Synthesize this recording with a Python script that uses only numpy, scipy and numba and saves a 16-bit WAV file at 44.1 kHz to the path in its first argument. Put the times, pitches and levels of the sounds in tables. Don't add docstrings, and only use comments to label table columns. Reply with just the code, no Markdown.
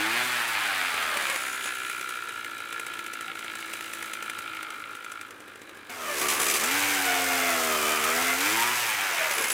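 import sys
import numpy as np
from scipy import signal
from scipy.fft import rfft, irfft, next_fast_len
from scipy.io import wavfile
from scipy.ndimage import uniform_filter1d
from numba import njit

SR = 44100
rng = np.random.default_rng(int(sys.argv[2]) if len(sys.argv) > 2 else 0)


def volts_from_decibels(level):
    exponent = np.asarray(level, float) / 20
    return 10 ** exponent


def generate_wav(sig):
    pcm = np.round(np.clip(np.atleast_2d(sig).T, -1, 1) * 32767).astype(np.int16)
    wavfile.write(sys.argv[1], SR, pcm)


N = 420273
CHANGE_S = 5.895


def unit(x):
    return x / np.sqrt(np.mean(x ** 2))


def on_log(hz, table):
    f, db = np.transpose(table)
    return np.interp(np.log(np.maximum(hz, 1)), np.log(f), db, db[0] - 36, db[-1] - 32)


def colour(x, table):
    size = next_fast_len(N)
    hz = np.arange(size // 2 + 1) * SR / size
    return irfft(rfft(x, size) * volts_from_decibels(on_log(hz, table)), size)[:N]


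@njit
def svf(x, hz, width):
    y, b, l = np.empty(len(x)), 0., 0.
    for i in range(len(x)):
        g, k = np.tan(np.pi * hz[i] / SR), width[i] / hz[i]
        v = (b + g * (x[i] - l)) / (1 + g * (g + k))
        b, l, y[i] = 2 * v - b, l + 2 * g * v, k * v
    return y


def ring(x, modes):
    return sum(volts_from_decibels(db) * 300 / w * signal.lfilter(*signal.iirpeak(f, f / w, SR), x) for f, w, db in modes)


def walk(rate):
    k = int(SR / rate)
    held = np.repeat(rng.standard_normal(N // k + 1), k)
    return 1.52 * uniform_filter1d(uniform_filter1d(held, k), k)[:N]


def spell(t, start_s, end_s):
    return np.clip(np.minimum(t - start_s, end_s - t) / 0.065, 0, 1)


def spells(t, rows):
    return sum(np.outer(row[2:], spell(t, *row[:2])) for row in rows)


# start_s, peak_db
CRACKS = [(0.942, -26), (1.027, -31), (1.1712, -23), (1.299, -20.5), (1.3591, -23), (1.4661, -35),
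          (1.6563, -30), (1.8976, -28), (2.0107, -26), (2.0904, -27.5), (2.2907, -35), (2.4456, -33),
          (2.603, -34), (2.7268, -29), (2.7966, -26.5), (2.8656, -29), (2.937, -32), (2.9906, -30),
          (3.0634, -31), (3.1351, -26.5), (3.2082, -28), (3.353, -34.5), (3.3907, -31), (3.4442, -33),
          (3.5533, -30), (3.735, -26.5), (3.8079, -29.5), (3.934, -26.5), (4.0252, -28), (4.1346, -26),
          (4.2246, -28.5), (4.2975, -26)]
# start_s, peak_db
LATE_CRACKS = [(4.3875, -28), (4.567, -38), (4.628, -29.5), (4.7041, -33), (4.951, -35), (5.045, -33),
               (5.1174, -29.5), (5.2116, -31.5), (5.3069, -35.5), (5.4032, -41), (5.48, -42), (5.557, -42),
               (5.617, -40), (5.693, -40), (5.772, -43), (5.896, -38), (6.2151, -22), (6.2849, -17),
               (6.3984, -18.5), (6.465, -17), (6.498, -17), (6.539, -18), (6.637, -17), (6.711, -20.5),
               (8.04, -19.5), (8.4085, -23), (9.008, -26), (9.3103, -22), (9.382, -21.5), (9.4411, -22),
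               (9.502, -19)]


def hard_firings():
    return np.vstack([CRACKS, LATE_CRACKS])


# start_s, crank_hz, level_db, throttle (0-1)
FAR = [(0.0, 102.6, -25, 0.86), (0.11, 114, -26, 0.75), (0.19, 121.8, -25.5, 0.54),
       (0.27, 126, -25.5, 0.46), (0.421, 118, -26, 0.23), (0.79, 91.54, -27.5, 0.22),
       (1.26, 70.2, -28.5, 0.45), (1.4, 65.3, -29.5, 0.3), (2.031, 62.34, -34.5, 0.37),
       (2.62, 56.3, -37, 0.5), (2.76, 57.46, -36.5, 0.56), (3.23, 55.42, -37, 0.53),
       (4.1, 54.9, -35.5, 0.51), (4.2, 55.6, -36, 0.54), (4.548, 54.5, -36, 0.41), (4.7, 52.47, -39, 0.53),
       (5.232, 52.64, -43, .1), (5.381, 50.8, -48, 0.27), (5.88, 50.56, -47.5, 0.24)]
# start_s, crank_hz, level_db, throttle (0-1)
NEAR = [(5.903, 91.22, -40, 0.78), (5.98, 82.34, -41, 0.92), (6.18, 68.63, -31, 0.89),
        (6.24, 72.97, -30, 0.94), (6.491, 73.82, -29, 0.87), (6.6, 71.6, -30.5, 0.9),
        (6.76, 97, -25.5, 0.8), (6.89, 97.57, -26.5, 0.83), (7.13, 90.74, -28, 0.88),
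        (7.49, 86.32, -28, 0.92), (7.82, 75.26, -28, 0.98), (8.06, 77.47, -29, 0.96),
        (8.229, 85.9, -27, 0.9), (8.37, 87.35, -28.5, 0.9), (8.52, 107.8, -25, 0.83),
        (8.6, 116.2, -25.5, 0.71), (8.73, 124.2, -27, 0.74), (8.8, 122, -26, 0.27),
        (8.98, 101.5, -27.5, 0.22), (9.21, 81.23, -25.5, 0), (9.36, 70.44, -27.5, 0.18),
        (9.53, 61.8, -29.5, 0.53)]


def engine_course(t, hard_s):
    kick_hz, sag_s = 1.2, .05
    far, close = np.transpose(FAR), np.transpose(NEAR)
    hz, can_db, throttle = (np.where(t > CHANGE_S, np.interp(t, close[0], b), np.interp(t, far[0], a))
                            for a, b in zip(far[1:], close[1:]))
    kicks = np.zeros(N)
    kicks[(hard_s * SR).astype(int)] = kick_hz
    kicks = signal.lfilter([1], [1, -np.exp(-1 / (sag_s * SR))], kicks)
    kicks = uniform_filter1d(kicks, size=300) - uniform_filter1d(kicks, size=12000)
    return hz + kicks, can_db, throttle, kicks / kick_hz


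def crank(hz, fire_s):
    turns = np.cumsum(hz) / SR
    at, shift = [fire_s[0] * SR], [-turns[int(fire_s[0] * SR)] % 1]
    for s in fire_s[1:]:
        miss = (turns[int(s * SR)] + shift[-1] + .5) % 1 - .5
        if abs(miss) < .17 or s - at[-1] / SR > .25:
            at.append(s * SR)
            shift.append(shift[-1] - miss)
    return turns + np.interp(np.arange(N), at, shift)


def rasp(turn, since, memory):
    fresh = rng.standard_normal((turn.max() + 1, 1200))
    rows = signal.lfilter([np.sqrt(1 - memory ** 2)], [1, -memory], fresh, axis=0)
    return rows[turn, np.minimum(since * SR, 1199).astype(int)]


# pitch_hz, level_db
ROAR_FAR = [(88, -60), (150, -28), (216, -20), (356, -23.5), (776, -6.5), (1010, -6), (1620, 0.5),
            (2040, -3), (2470, -2.5), (2820, -7), (5000, -15.5), (6500, -43), (11000, -120)]
# pitch_hz, level_db
ROAR_NEAR = [(88, -19), (150, -16.5), (290, -15.5), (362, -9), (554, -6.5), (660, -10), (732, -3.5),
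             (1520, -1.5), (2400, 0), (4130, -17.5), (5000, -15.5), (6500, -20), (11000, -120)]


def loaded_roar(gas, near, throttle):
    thin_db, thin_below_hz = -4.5, 740
    roar = (1 - near) * unit(colour(gas, ROAR_FAR)) + near * unit(colour(gas, ROAR_NEAR))
    low = signal.sosfiltfilt(signal.butter(2, thin_below_hz, fs=SR, output="sos"), roar)
    return roar - near * (1 - volts_from_decibels(thin_db * np.clip((.9 - throttle) / 0.21, 0, 1))) * low


# start_s, chamber_db, can_db, shell_db, hum_db
FACING = [(1.35, -2, -5, -25, 0), (1.6, -3.5, 1.5, -15, 4), (2.0, -0.5, 3, -16, 2.5),
          (2.6, -0.5, 5, -20, 0), (3.42, 0, 5, -26, 1), (3.5, -4.5, 9.5, -22, 2.5), (3.9, -7.5, 1, -35, 3),
          (4.2, -1.5, 1, -20, 1), (4.65, -0.5, -3, -13, 1.5), (5.2, 3.5, -1, -15, 4),
          (5.34, -8, -4, -20, 1), (5.56, -1, 2, -20, 1), (5.62, -12, 8, -20, 2)]


def facing(t):
    s, *faces = np.transpose(FACING)
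    return [np.interp(t, s, db) for db in faces]


# pitch_hz, width_hz, level_db
MUFFLER = [(330, 60, -21), (1690, 36, 1.5), (2140, 97.7, -8), (2280, 120, -6), (2870, 750, -41),
           (3875, 59.4, -6.5)]
# pitch_hz, width_hz, level_db
SHELL = [(2380, 110, 0)]
# pitch_hz, level_db
ROAR_IDLE = [(150, -34), (300, -29), (500, -22), (700, -16), (1000, -13), (1380, -15), (1800, -7),
             (2400, -4), (3500, -11), (5000, -21), (6500, -50)]
SKIPPED_S = [
    3.335,
]


def muffler(t, turns, hz, idle, near, throttle):
    putt_hz, putt_s = 1380, .0075
    turn, angle = np.maximum(turns.astype(int), 0), turns % 1
    chance = rng.standard_normal((turn.max() + 2, 3))[turn].T
    new_turn = np.r_[0, np.diff(turn)]
    start = np.maximum.accumulate((new_turn > 0) * np.arange(N))
    since = (np.arange(N) - start) / SR + angle[start] / hz[start]
    skipped = np.abs(start[:, None] / SR - SKIPPED_S).min(axis=1) < .007
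    size = volts_from_decibels(1.1 * chance[0]) * np.where(skipped, .2, 1)

    held = (1 - np.exp(-since / .0012)) * np.exp(-(since / putt_s) ** 2.2) * volts_from_decibels(1.2 * walk(300))
    phase = 2 * np.pi * putt_hz * (1 + .003 * chance[1]) * since + .3 * chance[2]
    putt = unit(size * held * np.sin(phase))

    flow = rasp(turn, since, memory=.5)
    puff = new_turn * size + 0.056 * size * np.exp(-angle / 0.9) * flow
    can = unit(ring(puff, MUFFLER))
    gas = (1 + (0.96 + 1.46 * idle) * size * np.exp(-angle / 0.56)) * volts_from_decibels(0.65 * walk(40)) * flow

    note_db, ring_db, shell_db, _ = facing(t)
    idling = volts_from_decibels(note_db - 1.5) * putt + volts_from_decibels(ring_db - 14.0) * can + volts_from_decibels(-10.0) * unit(colour(gas, ROAR_IDLE))
    idling = idling + volts_from_decibels(shell_db) * unit(ring(puff, SHELL))
    loaded = loaded_roar(gas, near, throttle) + volts_from_decibels(-23.0) * can + volts_from_decibels(-15.5) * putt
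    return idle * idling + (1 - idle) * loaded


# start_s, end_s, tones_db, rattle_db
TURNS = [
    (0.132, .44, 1.5, 1.5),
    (.45, 1.295, 1.5, 0.5),
    (1.451, 2.4, -0.5, 0),
    (2.424, 3.048, -0.5, 0.5),
    (4.399, 4.75, 1.5, -1.5),
    (3.536, 4.14, 0, 4),
    (5.295, 5.892, 12, 1.5),
    (8.724, 8.972, -10, 2),
    (9.332, 9.468, 16, -0.5),
]


def operator_turns(t):
    return spells(t, TURNS)


# pitch_hz, level_db
EXHAUST = [(100, -18), (165, -39), (230, -8.5), (300, 3), (400, -1.5), (480, 0), (620, -18.5), (900, -20),
           (1300, -8.5)]
BEAT_DB = [8, 5, -7, 1, 0, -2, 7, 15.5, 9, 4.5, -8, 9.5]
IDLE_DB = [-13.5, -30, -6.5, -8, 3, -22, -24, -9, -7.5, -9.5, -12, -9]


def exhaust(hz, idle, slip):
    turns = np.cumsum(uniform_filter1d(hz, size=2000)) / SR
    angle = 2 * np.pi * (turns + 0.006 * walk(25) + 0.074 * slip * walk(60))
    waver = (1.2 + 1.3 * slip) * walk(14)
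    tones = np.zeros(N)
    for k, db, idle_db in zip(range(2, 14), BEAT_DB, IDLE_DB):
        level_db = (1 - idle) * (on_log(k * hz, EXHAUST) + db) + idle * idle_db + np.roll(waver, 9001 * k)
        tones += volts_from_decibels(level_db) * np.sin(k * angle + 2 * np.pi * rng.random())
    return tones / np.sqrt(uniform_filter1d(tones ** 2, size=6000))


def crank_thump(turns, hz, idle, near, tone_db, turned_db):
    level_db = -30.0 + 0.12 * (3.0 - idle) * (tone_db + 17.0) + 1.5 * (0.5 - near) * turned_db - 2.0 * idle
    return volts_from_decibels(level_db) * (hz / 90) * np.sin(2 * np.pi * turns)


def weak_firings(turns, idle, can_db, hard_s):
    share, over_db, rest_s = 0.025, -3, 0.026
    at = np.flatnonzero(np.diff(np.floor(turns)))
    chance = rng.random((len(at), 2))
    rested = np.abs(at[:, None] / SR - hard_s).min(axis=1) > rest_s
    pick = rested & (chance[:, 0] < share * idle[at])
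    return np.c_[at / SR, can_db[at] + over_db + 6 * (chance[:, 1] - .5)][pick]


# start_s, peak_db
KNOCKS = [
    (6.3004, -18.5),
    (6.3135, -26),
    (6.4147, -20),
    (6.428, -22),
    (6.484, -20),
    (6.5114, -22),
    (6.5552, -23),
    (6.57, -22),
    (6.597, -21),
    (6.61, -22),
]


def all_hits(turns, idle, can_db, hard):
    hits = np.vstack([hard, KNOCKS, weak_firings(turns, idle, can_db, hard[:, 0])])
    over_db = hits[:, 1] - can_db[(hits[:, 0] * SR).astype(int)]
    bark_db = 1.5 - .5 * (over_db - 10) - 3 * (hits[:, 0] > CHANGE_S)
    return np.c_[hits, bark_db]


def thuds(hits):
    blows = np.zeros(N)
    blows[(hits[:, 0] * SR).astype(int)] = volts_from_decibels(hits[:, 1] + hits[:, 2] - 8)
    return SR / 2000 * ring(uniform_filter1d(blows, size=30), [(400, 190, 0)])


def snaps(turns, peak_db, share, listed, modes, low_hz):
    at = np.flatnonzero(np.diff(np.floor(turns)))
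    peak = share[at] * volts_from_decibels(peak_db[at] + 2 * rng.standard_normal(len(at)))
    gaps = np.abs(at[:, None] / SR - listed[:, 0])
    peak[gaps.argmin(axis=0)] = volts_from_decibels(listed[:, 1])
    blows = np.zeros(N)
    blows[at] = peak
    band = signal.butter(3, [low_hz, 3900], "bandpass", fs=SR, output="sos")
    return SR / 2000 * signal.sosfilt(band, ring(blows, modes))


# start_s, peak_db
SNAPS = [(1.5774, -22), (1.6106, -22), (1.642, -25), (1.6894, -26), (1.7208, -25), (1.8483, -21),
         (1.9624, -27), (2.0108, -30), (2.089, -39), (2.4444, -27), (2.6014, -32), (2.655, -34),
         (2.725, -19), (2.7951, -23), (2.865, -30), (2.9167, -30), (2.935, -25), (2.971, -31),
         (2.9899, -25), (3.0433, -30), (3.0619, -23), (3.1346, -37), (3.207, -37), (3.261, -29),
         (3.2804, -20), (3.2984, -26), (3.3153, -20), (3.3526, -26), (3.3896, -26), (3.4256, -22),
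         (3.443, -29), (3.4801, -18), (3.4986, -21), (3.5339, -33), (3.5533, -36), (3.607, -34),
         (3.6256, -20), (3.6625, -33), (3.7348, -34), (3.8079, -24), (3.9335, -31), (4.0256, -29),
         (4.078, -29), (4.1337, -21), (4.2233, -28), (4.278, -30), (4.2959, -21), (4.3498, -29),
         (4.368, -30), (4.3879, -28), (4.4763, -23), (4.5702, -24), (4.608, -27), (4.6282, -27),
         (4.704, -26), (4.742, -31), (4.8387, -23), (4.874, -31), (4.9494, -28), (5.1176, -37)]
# pitch_hz, width_hz, level_db
PORT = [(2200, 380, -7), (2750, 450, -6), (3350, 550, -10)]


def port_snaps(turns, can_db, share):
    return snaps(turns, can_db + 7, share, np.array(SNAPS) + [0, 2], PORT, 1800)


# start_s, peak_db
POPS = [(0.4819, -25), (0.5533, -17), (0.5734, -22), (0.628, -22), (0.688, -22), (0.7193, -24),
        (0.7319, -22), (0.74, -22), (0.7582, -24), (0.7724, -23), (0.7892, -22), (0.8048, -21),
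        (0.8156, -15), (0.8504, -17), (0.8603, -22), (0.8717, -22), (0.8836, -19), (0.9077, -25),
        (0.9195, -21), (0.9562, -23), (0.9791, -20), (0.9925, -27), (1.0052, -20), (1.0161, -20),
        (1.0274, -20), (1.079, -22), (1.1032, -26), (1.1161, -23), (1.1443, -17), (1.1728, -19),
        (1.1995, -24), (1.2126, -19), (1.2574, -15), (1.2762, -17), (1.3002, -23), (1.3152, -25)]
# pitch_hz, width_hz, level_db
POP = [(1380, 180, -8), (1910, 380, -14.5), (2300, 400, -5), (3250, 510, -11)]


def clear_pops():
    return np.array(POPS) + [-.0012, 5]


def coasting_pops(turns, can_db, throttle, share):
    shut_db, open_db = 4.5, 2
    return snaps(turns, can_db + shut_db + (open_db - shut_db) * throttle, share, clear_pops(), POP, 960)


def rattle_level(idle, slip, near, throttle, turned_db):
    view_db = np.where(near, -8.5 + 6.5 * throttle, -12)
    return view_db + 2.5 * slip - 2 * idle + turned_db


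# pitch_hz, level_db
RATTLE = [(2060, -2), (3500, -0.5), (4160, -1.5), (7510, -0.5), (8150, -1.5), (13200, -3.5), (15100, -3.5),
          (16000, -15)]
# pitch_hz, width_hz, level_db
CASING = [(4980, 180, -5), (6010, 170, -2), (6450, 150, -4), (7170, 140, -2), (7750, 100, -3),
          (8460, 170, -1), (9450, 170, -2), (10380, 120, -4), (13300, 280, -2)]


def rattle(turns, idle):
    early = turns + .27
    turn, angle = np.maximum(early.astype(int), 0), early % 1
    size = volts_from_decibels(2.6 * rng.standard_normal(turn.max() + 2))[turn]
    beat = 1 + (1.26 + 1.5 * idle) * size * np.exp(-angle / 0.42)
    hiss = beat * volts_from_decibels(0.46 * walk(30)) * rng.standard_normal(N)
    hiss = unit(colour(hiss, RATTLE)) + volts_from_decibels(-15.5) * unit(ring(hiss, CASING))
    return hiss / np.sqrt(uniform_filter1d(hiss ** 2, size=9000))


def cracks(hits):
    t = np.arange(2600) / SR
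    tails_s = (.003, .0065)
    shapes = [(1 - np.exp(-t / 0.0005)) * (np.exp(-t / tail) + 0.2 * np.exp(-t / 0.013)) for tail in tails_s]
    bright, bark = np.zeros(N + len(t)), np.zeros(N + len(t))
    for s, peak_db, can_db in hits:
        i, shape = int(s * SR), shapes[int(s > CHANGE_S + .1)]
        bright[i:i + len(t)] += volts_from_decibels(peak_db) * shape
        bark[i:i + len(t)] += volts_from_decibels(peak_db + can_db) * shape
    noise = rng.standard_normal((2, N))
    metal = unit(colour(noise[0], RATTLE)) + volts_from_decibels(-1.5) * unit(ring(noise[0], CASING))
    gas = unit(colour(noise[1], ROAR_IDLE))
    return volts_from_decibels(-5.5) * bright[:N] * unit(metal) + volts_from_decibels(-7.0) * bark[:N] * gas


# start_s, end_s, level_db
SQUEALS = [
    (6.15, 6.3, -5),
    (6.26, 6.36, 5),
    (6.44, 6.56, 2),
    (6.55, 6.7, -4),
    (9.299, 9.6, 8),
]


def clutch(t, turns, slip, near, throttle, kick):
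    modes = [(10300, 300, -3), (10600, 200, 2), (7700, 260, -4), (6740, 410, -3)]  # pitch_hz, width_hz, level_db
    bursts = volts_from_decibels(2.5 * walk(30)) * (0.22 + np.exp(-(turns % 1) / 0.27))
    sing_db = spells(t, SQUEALS)[0] - 6.5 - 3 * (2 - near) + 15.2 * throttle + 5 * throttle * near * kick
    return volts_from_decibels(sing_db) * slip * bursts * unit(ring(rng.standard_normal(N), modes))


# pitch_hz, width_hz, level_db
DRUM = [(6600, 130, -7), (6970, 200, 2), (7700, 80, -8), (9380, 190, -1), (10240, 110, -6)]
# start_s, end_s, level_db over the engine
DRUM_SPELLS = [
    (1.148, 1.5, -16.5),
    (1.45, 1.75, -13.5),
    (1.7, 2.0, -16.5),
    (2.0, 2.45, -28),
]


def drum(t, turns):
    nudge = (.4 + np.exp(-(turns % 1) / .3)) * volts_from_decibels(2.4 * walk(30.7))
    level = sum(volts_from_decibels(db) * spell(t, a, b) for a, b, db in DRUM_SPELLS)
    return level * unit(ring(nudge * rng.standard_normal(N), DRUM))


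def steady(x):
    return unit(x / uniform_filter1d(x ** 2, size=700) ** (.65 / 2))


# relative width (ratio), level_db
FAN = [(0.028, -2), (0.052, 0.5), (0.03, 4.5), (0.013, 6), (0.007, 5.5)]
# pitch_hz, level_db
COWL = [(450, -3.5), (700, 2), (1000, -6), (1250, 5.5), (1550, 1.5), (1830, -14), (2100, -3.5), (2400, -8),
        (2650, -15), (3050, -10), (4000, -16), (5200, -25)]
# start_s, end_s, line_db, overtones_db
WHINE = [(1.4, 2.1, -10, 1), (6.2, 6.62, -20, 3.5), (8.81, 8.98, 2, -4), (9.12, 9.3, 4, -7),
         (5.87, 6.179, 2.5, 2.5), (0.201, 0.467, -19, -12), (0.756, 1.059, -4.5, -1),
         (6.586, 6.984, -8, -2), (7.05, 7.249, 4, -0.5), (7.25, 7.601, 1, -1.5), (7.621, 7.902, 0.5, 1.5),
         (7.9, 8.15, -2.5, 1.5), (8.348, 8.558, -14, 1), (8.556, 8.804, 10.5, 9), (8.984, 9.12, -4, 5)]
# start_s, end_s, third_db, higher_db
WHINE_TOP = [(.05, .5, -8, -10), (.6, 1.0, -1, -7), (5.88, 6.027, -3, 2), (6.031, 6.221, 10, 0),
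             (6.22, 6.62, -6, -5), (6.65, 6.951, 0, -10), (6.95, 7.551, 2.5, -0.5), (7.645, 8.052, -4, 1.5),
             (8.098, 8.403, 6.5, 1), (8.42, 8.9, 2, -11), (8.9, 9.2, -6, 0), (9.2, 9.45, -1, -2)]


def fan(t, turns, hz, idle, slip, near, throttle):
    blade_hz = 8 * hz
    line = np.sin(2 * np.pi * 8 * (turns + .015 * walk(50)))
    blades = volts_from_decibels(on_log(blade_hz, COWL) + 1.8 * walk(30)) * line
    bands = []
    for k, (width, db) in enumerate(FAN, 1):
        f = k * blade_hz
        noise = steady(svf(rng.standard_normal(N), f, width * f))
        bands.append(volts_from_decibels(db + on_log(f, COWL) + 0.27 * walk(7.4)) * noise)
    line_db, over_db = spells(t, WHINE)
    third_db, top_db = spells(t, WHINE_TOP)
    whine = volts_from_decibels(line_db) * (volts_from_decibels(-4.5) * blades + bands[0])
    whine = whine + sum(volts_from_decibels(db) * tone for db, tone in zip([over_db, third_db, top_db, top_db], bands[1:]))
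    fan_db = np.where(near, -14.5, -17.5) + 4.5 * throttle - 4 * slip * near - 5 * idle + 2 * walk(25)
    return volts_from_decibels(fan_db) * whine


# start_s, pitch_hz, length_s, peak_db
BUMPS = [
    (3.268, 775, 0.044, -44),
    (3.27, 165, .05, -54),
    (9.357, 452, .095, -36),
]


def bumps(t):
    return sum(volts_from_decibels(db) * np.sin(np.pi * np.clip((t - s) / length, 0, 1)) * np.sin(2 * np.pi * hz * t)
               for s, hz, length, db in BUMPS)


# pitch_hz, level_db
SNOW = [(2000, 3.5), (4000, 0), (4800, -2.5), (5800, -0.5), (6600, -0.5), (10500, 3), (11500, -1),
        (16000, 0.5)]


def over_snow(bright, near):
    return near * bright + (1 - near) * colour(bright, [(20, 0)] + SNOW)


# pitch_hz, level_db
PORTS = [(100, -40), (250, -14), (600, -19.5), (1500, -19), (3000, -4.5), (8000, -6.5), (16000, 1.5)]


def side_difference(engine):
    return volts_from_decibels(-20.0) * colour(np.roll(engine, 97), PORTS)


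# pitch_hz, level_db
AIR = [(25, -36), (60, -29), (100, -8), (160, -19), (300, -5), (550, -8.5), (700, -17), (1620, -4),
       (2500, -24), (5280, -29), (15500, -60)]


def open_air():
    return volts_from_decibels(-51 + 1.5 + 0.46 * walk(16)) * unit(colour(rng.standard_normal(N), AIR))


def breeze(t, near):
    gust_db = -78 + 5 * spell(t, 6.2, 6.6) - 7 * spell(t, 8.5, 9.6) + 3.5 * walk(6.3)
    return near * volts_from_decibels(gust_db) * unit(colour(rng.standard_normal(N), [(18, -10), (35, 0), (70, 5)]))


def scene():
    t = np.arange(N) / SR
    near = 1. * (t > CHANGE_S)
    hard = hard_firings()
    hz, can_db, throttle, kick = engine_course(t, hard[:, 0])
    snap_s = np.transpose(SNAPS)[0]
    apart = np.abs(hard[:, :1] - snap_s).min(axis=1) > .01
    snap_peak_s = snap_s + .0011
    turns = crank(hz, np.sort(np.r_[hard[apart, 0], snap_peak_s, clear_pops()[:, 0]]))

    idle = np.clip((66 - hz) / 5 + .5, 0, 1)
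    slip = np.clip((75 - hz) / 2.56, 0, 1) * np.clip((hz - 58) / 4, 0, 1)
    slip = slip * np.clip(np.abs(t - CHANGE_S) / 0.57, 0, 1)
    can_db = can_db + 6.5 * throttle * near * slip * kick
    turned_db, metal_db = operator_turns(t)
    shut_db, open_db = -32, -3
    tone_db = shut_db + (open_db - shut_db) * throttle + turned_db + idle * (1 - near) * facing(t)[3]

    hits = all_hits(turns, idle, can_db, hard)
    casing_db = can_db + rattle_level(idle, slip, near, throttle, metal_db) - 0.5
    bright = volts_from_decibels(casing_db) * (rattle(turns, idle) + clutch(t, turns, slip, near, throttle, kick))
    bright = bright + cracks(hits) + volts_from_decibels(can_db) * drum(t, turns)
    bright = over_snow(bright, near)
    bright = bright + volts_from_decibels(13 * spell(t, 5.28, CHANGE_S)) * thuds(hits)
    bright = bright + port_snaps(turns, can_db, idle * (1 - near))
    bright = bright + coasting_pops(turns, can_db, throttle, 1 - idle)

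    body = muffler(t, turns, hz, idle * (1 - 0.84 * near), near, throttle)
    body = body + crank_thump(turns, hz, idle, near, tone_db, turned_db)
    body = body + volts_from_decibels(tone_db - 2.5) * exhaust(hz, idle, slip * near)
    body = body + fan(t, turns, hz, idle, slip, near, throttle)
    engine = bright + volts_from_decibels(can_db) * body
    return engine + bumps(t) + open_air() + breeze(t, near) + side_difference(engine) * np.array([[1], [-1]])


def band_limit(x):
    return signal.sosfilt(signal.butter(12, 16650, fs=SR, output="sos"), x)


def record(dry):
    rounded = np.tanh(3 * dry) / 3
    top_hz = 15850
    mix = signal.sosfilt(signal.ellip(8, .2, 60, top_hz, fs=SR, output="sos"), rounded)
    return band_limit(mix)


dry = scene()
out = record(dry)
generate_wav(out)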